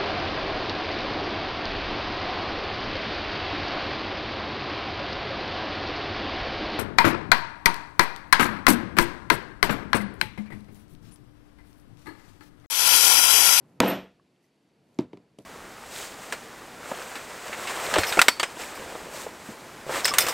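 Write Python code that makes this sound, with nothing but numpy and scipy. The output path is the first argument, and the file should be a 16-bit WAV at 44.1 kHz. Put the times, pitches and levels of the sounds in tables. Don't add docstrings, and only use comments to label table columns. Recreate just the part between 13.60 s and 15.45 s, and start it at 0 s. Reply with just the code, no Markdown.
import sys
import numpy as np
from scipy import signal
from scipy.io import wavfile

SR = 44100
rng = np.random.default_rng(int(sys.argv[2]) if len(sys.argv) > 2 else 0)


def ratio(d):
    e = np.asarray(d, float) / 20
    return 10 ** e


def to_wav(s):
    ch = np.atleast_2d(s).T
    pcm = np.round(np.clip(ch, -1, 1) * 32767)
    wavfile.write(sys.argv[1], SR, pcm.astype(np.int16))


N = 81585
T = np.arange(N) / SR

# f/Hz, density level/dB
AIR_SPECTRUM = [(24, -50), (40, -15.5), (109, -6), (297, 1.5), (1270, -18), (1950, -15), (2320, -14.5),
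                (12100, -31.5), (16000, -44)]
# f/Hz, density level/dB
RUMBLE_SPECTRUM = [(24, -50), (40, -19), (112, -11), (156, 1), (193, -6), (216, -4.5), (451, -11),
                   (2000, -31), (2600, -65.5), (4400, -120)]
# t/s, level/dB
ARM_MOVES = [
    (0.0, -57.5),
    (0.18, -58.5),
    (0.304, -45),
    (0.35, -63),
    (0.478, -87),
    (0.556, -67),
    (0.906, -77),
    (1.118, -67.5),
    (1.494, -59.5),
    (1.85, -69),
]
# f/Hz, level/dB
SIDE_AIR = [(60, -14), (240, -24), (950, -5.5), (3770, -14), (15000, -14.5)]
# t/s, length/s, level/dB
RUSTLES = [
    (.0, 0.22, -71),
    (0.805, 0.092, -73.5),
    (1.009, .04, -80),
    (1.213, 0.28, -73.5),
    (1.773, 0.085, -63.5),
]
# t/s, level/dB, f/Hz, t60/s
TICKS = [(.597, -56.5, 1120, 0.032), (0.5978, -61, 1699, 0.016), (.762, -61, 2988, 0.0055),
         (.842, -67, 2000, 0.057), (0.842, -70, 5860, 0.023), (.865, -65, 5000, .003),
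         (.886, -70, 5970, .003), (1.09, -66.5, 6000, 0.0028), (1.346, -55, 7050, 0.0024),
         (1.3883, -32, 2280, 0.011), (1.3884, -23.5, 700, .004), (1.3887, -29.5, 3950, 0.003),
         (1.3884, -30, 5770, 0.0024), (1.3884, -57, 10300, 0.0027), (1.398, -39, 4770, 0.0083),
         (1.5315, -43.5, 2245, 0.0086), (1.5317, -41.5, 890, 0.0068), (1.5349, -49.5, 3180, 0.012),
         (1.5329, -46, 888, .004), (1.5317, -55.5, 4600, 0.0044), (1.5726, -52, 2300, .005),
         (1.572, -45, 985, 0.0092), (1.7879, -39, 550, 0.017), (1.7874, -48, 3064, 0.012),
         (1.7902, -52.5, 3204, .01), (1.787, -52.5, 6000, .006), (1.787, -48.5, 8300, 0.005),
         (1.789, -50, 4700, .008), (1.7888, -52, 7200, 0.0087), (1.79, -48, 10500, 0.0045),
         (1.798, -62, 7000, .004), (1.5726, -54, 5070, .003), (1.5726, -60.5, 7400, 0.0028),
         (1.408, -48, 7000, 0.0036), (1.408, -57, 11900, .004), (1.416, -62, 12000, 0.0036),
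         (1.4215, -59, 7500, .004)]
# f/Hz, level/dB, t60/s
BENCH_MODES = [(120.3, -4.5, .15), (161, -7.5, .15), (189, -4, 0.37), (197.8, -4, 0.24), (245, 1, 0.18),
               (284, 0, .28), (360.7, -8.5, 0.34), (496.5, 0.5, 0.27), (542, -2, 0.25), (626.7, -5, 0.26),
               (663, -9, 0.31), (870, -4.5, .22), (920, -6.5, .2), (968, -7.5, 0.17)]
# f/Hz, level/dB, t60/s
MALLET_MODES = [(232, 2.5, .06), (529, 0.5, 0.093), (631, 0.5, .05), (950, 2, 0.036), (1455, 0.5, .02),
                (2000, 3.5, 0.01), (2400, 2.5, 0.0068), (3480, 7, 0.01), (3850, 8, 0.0062),
                (4655, 1, 0.008), (6800, -9.5, 0.0019)]
# f/Hz, density level/dB
CRACK_SPECTRUM = [(400, -14), (900, 0), (3800, -11), (8000, -39), (12000, -33.5), (16000, -45)]
# f/Hz, density level/dB
ROOM_SPECTRUM = [(24, -76), (40, -39.5), (186, -4.5), (560, -2.5), (980, -9), (2200, -14.5), (4000, -25),
                 (7130, -36), (13300, -43), (15000, -66.5)]
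# f/Hz, t60/s
ROOM_T60 = [(60, 0.75), (110, 0.34), (250, 0.33), (1000, 0.3), (4000, 0.33), (12000, 0.27)]
# f/Hz, level/dB
SIDE_HIT = [(60, -12), (125, -28.5), (300, -25.5), (1000, -19.5), (4000, -21.5), (8000, -24), (12000, -21)]
# t/s, click level/dB, ring level/dB
CHATTER = [(0.213, -58.5, -28.5), (.224, -58.5, -36), (0.235, -35.5, -49.5), (0.2435, -27.5, -30.5),
           (0.2544, -34, -31), (.262, -45.5, -40), (0.2742, -18.5, -35), (.2782, -11.5, -18),
           (0.282, -16, -34.5), (0.287, -43, -31.5), (0.293, -37, -37), (.2998, -16, -47),
           (0.311, -21, -51.5), (0.317, -27, -45), (.321, -35, -46), (0.362, -68, -56), (.417, -86, -74)]
# f/Hz, level/dB, t60/s
PUNCH_MODES = [(12998, 0, .062), (13021, -24, .22)]
# t/s, thud level/dB, thud f/Hz, click level/dB, tail level/dB
TAPS = [
    (1.3889, -12, 347.5, -28.5, -30),
    (1.407, -59, 303, -46, -79),
    (1.4185, -32.5, 300, -46, -50),
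    (1.532, -32.5, 404, -42.5, -47.5),
    (1.538, -37, 347, -62, -85),
    (1.5719, -47, 393, -44, -58.5),
    (1.599, -54, 300, -72, -81.5),
    (1.7856, -37.5, 435, -37, -52.5),
    (1.798, -48.5, 300, -51, -53.5),
]
# f/Hz, level/dB, t60/s
TAP_MODES = [(175.1, -13, 0.082), (300, -7.5, 0.064), (120, -20.5, 0.12), (490, -34, 0.078),
             (247.9, -22, 0.26), (914, -7.5, 0.019), (670, -18.5, 0.047), (1120, -29, 0.023)]
# f/Hz, density level/dB
TAP_SPECTRUM = [(35, -51), (60, -11), (276, 2.5), (564, -7), (663, -10), (1420, -25), (2980, -28),
                (15000, -58)]

AIR_DB, RUMBLE_DB = -70, -1
WHINE_HZ, WHINE_T60_S, WHINE_DB = 4520, 0.012, -88
BLOW_S, BLOW_DB = 0.2026, 0.5
BENCH_DB, MALLET_DB = -8, -1.1
BOUNCE_S, BOUNCE_DB, BOUNCE_HZ, BOUNCE_T60_S = 0.234, -1, 870.7, 0.023
CRACK_DB, CRACK_T60_S = 4, 0.031
TAIL_DB, TAIL_RISE_S = -5.5, 0.0006
TAIL_BAND_DB, TAIL_BAND_T60_S = -19.5, 0.32
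FLICKER_DB, FLICKER_HZ, PUNCH_PAN_DB = 2, 70, 1.5
THUD_T60_S, THUD_RISE_HZ = 0.048, 905
DULL_HZ, MIC_LOW_HZ, TOP_HZ = 13600, 70, 14900
LIMIT_DB, SQUEEZE, ATTACK_HZ, RELEASE_DB_PER_S = -11.5, 0.71, 64, 224
CLIP, CATCH_UP_S = 0.33, 0.005


def at_hz(points, hz):
    points = np.array(points)
    return np.interp(np.log(hz), np.log(points[:, 0]), points[:, 1])


def butter(x, hz, kind, order):
    return signal.sosfilt(signal.butter(order, hz, kind, fs=SR, output="sos"), x)


def click(s, db):
    x = np.full(N, 1e-18)
    x[int(s * SR)] = ratio(db)
    return x


def ring(x, hz, t60_s):
    r = ratio(-60 / (t60_s * SR))
    w = 2 * np.pi * hz / SR
    return signal.lfilter([0, np.sin(w)], [1, -2 * r * np.cos(w), r * r], x)


def ring_modes(x, modes):
    return sum(ratio(db) * (-1) ** k * ring(x, hz, t60_s) for k, (hz, db, t60_s) in enumerate(modes))


def dying(s, t60_s, rise_s=0.00051):
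    out = np.zeros(N)
    i = int(s * SR)
    u = T[:min(N - i, int(2 * t60_s * SR))]
    out[i:i + len(u)] = (1 - np.exp(-u / rise_s)) * ratio(-60 * u / t60_s)
    return out


def noise(spectrum, side, envelope):
    out, power = 0, 0
    edges_hz = 45 * 2 ** np.arange(0, 8.6, 0.5)
    white = rng.standard_normal((2, 2, N))
    for k, (low, high) in enumerate(zip(edges_hz, edges_hz[1:])):
        if high < spectrum[0][0] or low > spectrum[-1][0]:
            continue
        mid, dif = butter(white[k % 2], [low, high], "band", order=2)
        hz = np.sqrt(low * high)
        gain = ratio(at_hz(spectrum, hz))
        power += gain ** 2 * (high - low) * 2 / SR
        stereo = mid + ratio(at_hz(side, hz)) * dif * [[1], [-1]]
        out = out + gain * envelope(hz) * stereo
    return out / np.sqrt(power)


def background():
    s, db = np.transpose(ARM_MOVES)
    whine = ring(rng.standard_normal(N), WHINE_HZ, WHINE_T60_S)
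    whine = ratio(WHINE_DB) * whine / whine.std()
    air = ratio(AIR_DB) * noise(AIR_SPECTRUM, SIDE_AIR, lambda hz: 1)
    rumble = ratio(np.interp(T, s, db) + RUMBLE_DB) * noise(RUMBLE_SPECTRUM, SIDE_AIR, lambda hz: 1)
    return whine + air + rumble


def fingers():
    ticks = sum(ring(click(s, db), hz, t60_s) for s, db, hz, t60_s in TICKS)
    swell = sum(ratio(db) * np.sin(np.pi * np.clip((T - s) / length_s, 0, 1)) for s, length_s, db in RUSTLES)
    grains = rng.standard_normal((2, N)) * 2.23
    grains = grains * (rng.random(N) < 4000 / SR)
    return ticks + swell * butter(grains, [4000, 15000], "band", order=2)


def blow():
    hit = butter(click(BLOW_S, BENCH_DB), 1500, "low", order=1)
    modes = ring_modes(hit, BENCH_MODES) + ring_modes(click(BLOW_S, MALLET_DB), MALLET_MODES)
    bounce = ring(click(BOUNCE_S, BOUNCE_DB), BOUNCE_HZ, BOUNCE_T60_S)

    def crack_decay(hz):
        return dying(BLOW_S, CRACK_T60_S * (1000 / hz) ** 0.5, 0.0001)

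    def room_decay(hz):
        return dying(BLOW_S, at_hz(ROOM_T60, hz), TAIL_RISE_S)

    crack = ratio(CRACK_DB) * noise(CRACK_SPECTRUM, SIDE_HIT, crack_decay)
    tail = ratio(TAIL_DB) * noise(ROOM_SPECTRUM, SIDE_HIT, room_decay)
    tail_band = butter(rng.standard_normal(N), [2350, 3420], "band", order=5)
    tail_band = tail_band / tail_band.std() * dying(BLOW_S, TAIL_BAND_T60_S, 0.018)
    tail = butter(tail + ratio(TAIL_BAND_DB) * tail_band, DULL_HZ, "low", order=26)
    return ratio(BLOW_DB) * (modes + bounce + crack + tail)


def punch():
    burst = sum(ratio(db) * dying(s, 0.0046) for s, db, _ in CHATTER) * rng.standard_normal(N)
    tone = 0
    for hz, mode_db, t60_s in PUNCH_MODES:
        envelope = sum(ratio(mode_db + db) * dying(s, t60_s, 0.0022) for s, _, db in CHATTER)
        tone = tone + envelope * np.sin(2 * np.pi * hz * T)
    flicker = butter(rng.standard_normal(N), FLICKER_HZ, "low", order=2)
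    tone = tone * ratio(FLICKER_DB * flicker / flicker.std())
    clicks = butter(burst, [7600, 13400], "band", order=10)
    return (clicks + tone) * ratio([[-PUNCH_PAN_DB], [PUNCH_PAN_DB]])


def taps():
    r = np.exp(-2 * np.pi * THUD_RISE_HZ / SR)
    thuds = 0
    for s, db, hz, _, _ in TAPS:
        push = signal.lfilter([(1 - r) ** 2], [1, -2 * r, r * r], click(s + 0.0012, db))
        thuds = thuds - ring(push, hz, THUD_T60_S) + ring_modes(push, TAP_MODES)

    snaps = sum(ratio(db) * dying(s + 0.00022, 0.015) for s, _, _, db, _ in TAPS) * rng.standard_normal(N)
    snaps = butter(snaps, [800, 6000], "band", order=1)
    snaps = butter(snaps, 4500, "low", order=3)

    def tail_decay(hz):
        t60_s = 0.5 * at_hz(ROOM_T60, hz)
        return sum(ratio(db) * dying(s, t60_s, 0.00085) for s, _, _, _, db in TAPS)

    tails = noise(TAP_SPECTRUM, SIDE_HIT, tail_decay)
    return butter(thuds + tails, 80, "high", order=4) + snaps


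def scene():
    strike = blow() + punch()
    quiet = taps() + fingers() + background()
    return strike + butter(quiet, DULL_HZ, "low", order=8)


def band_limit(x):
    return signal.sosfilt(signal.butter(12, 16490, fs=SR, output="sos"), x)


def record(dry):
    dry = butter(dry, MIC_LOW_HZ, "high", order=2)
    level_db = 20 * np.log10(np.abs(dry).max(axis=0) + 1e-9)
    over_db = np.maximum(level_db - LIMIT_DB, 0)
    release_db = RELEASE_DB_PER_S * T
    held_db = np.maximum.accumulate(over_db + release_db) - release_db
    r = np.exp(-2 * np.pi * ATTACK_HZ / SR)
    x = dry * ratio(-SQUEEZE * signal.lfilter([1 - r], [1, -r], held_db))
    ceiling = CLIP + np.clip(20 * (T - BLOW_S - CATCH_UP_S), 0, 1)
    x = x / (1 + np.abs(x / ceiling) ** 14) ** (1 / 14)
    mix = butter(x, TOP_HZ, "low", order=6)
    return band_limit(mix)


dry = scene()
out = record(dry)
to_wav(out)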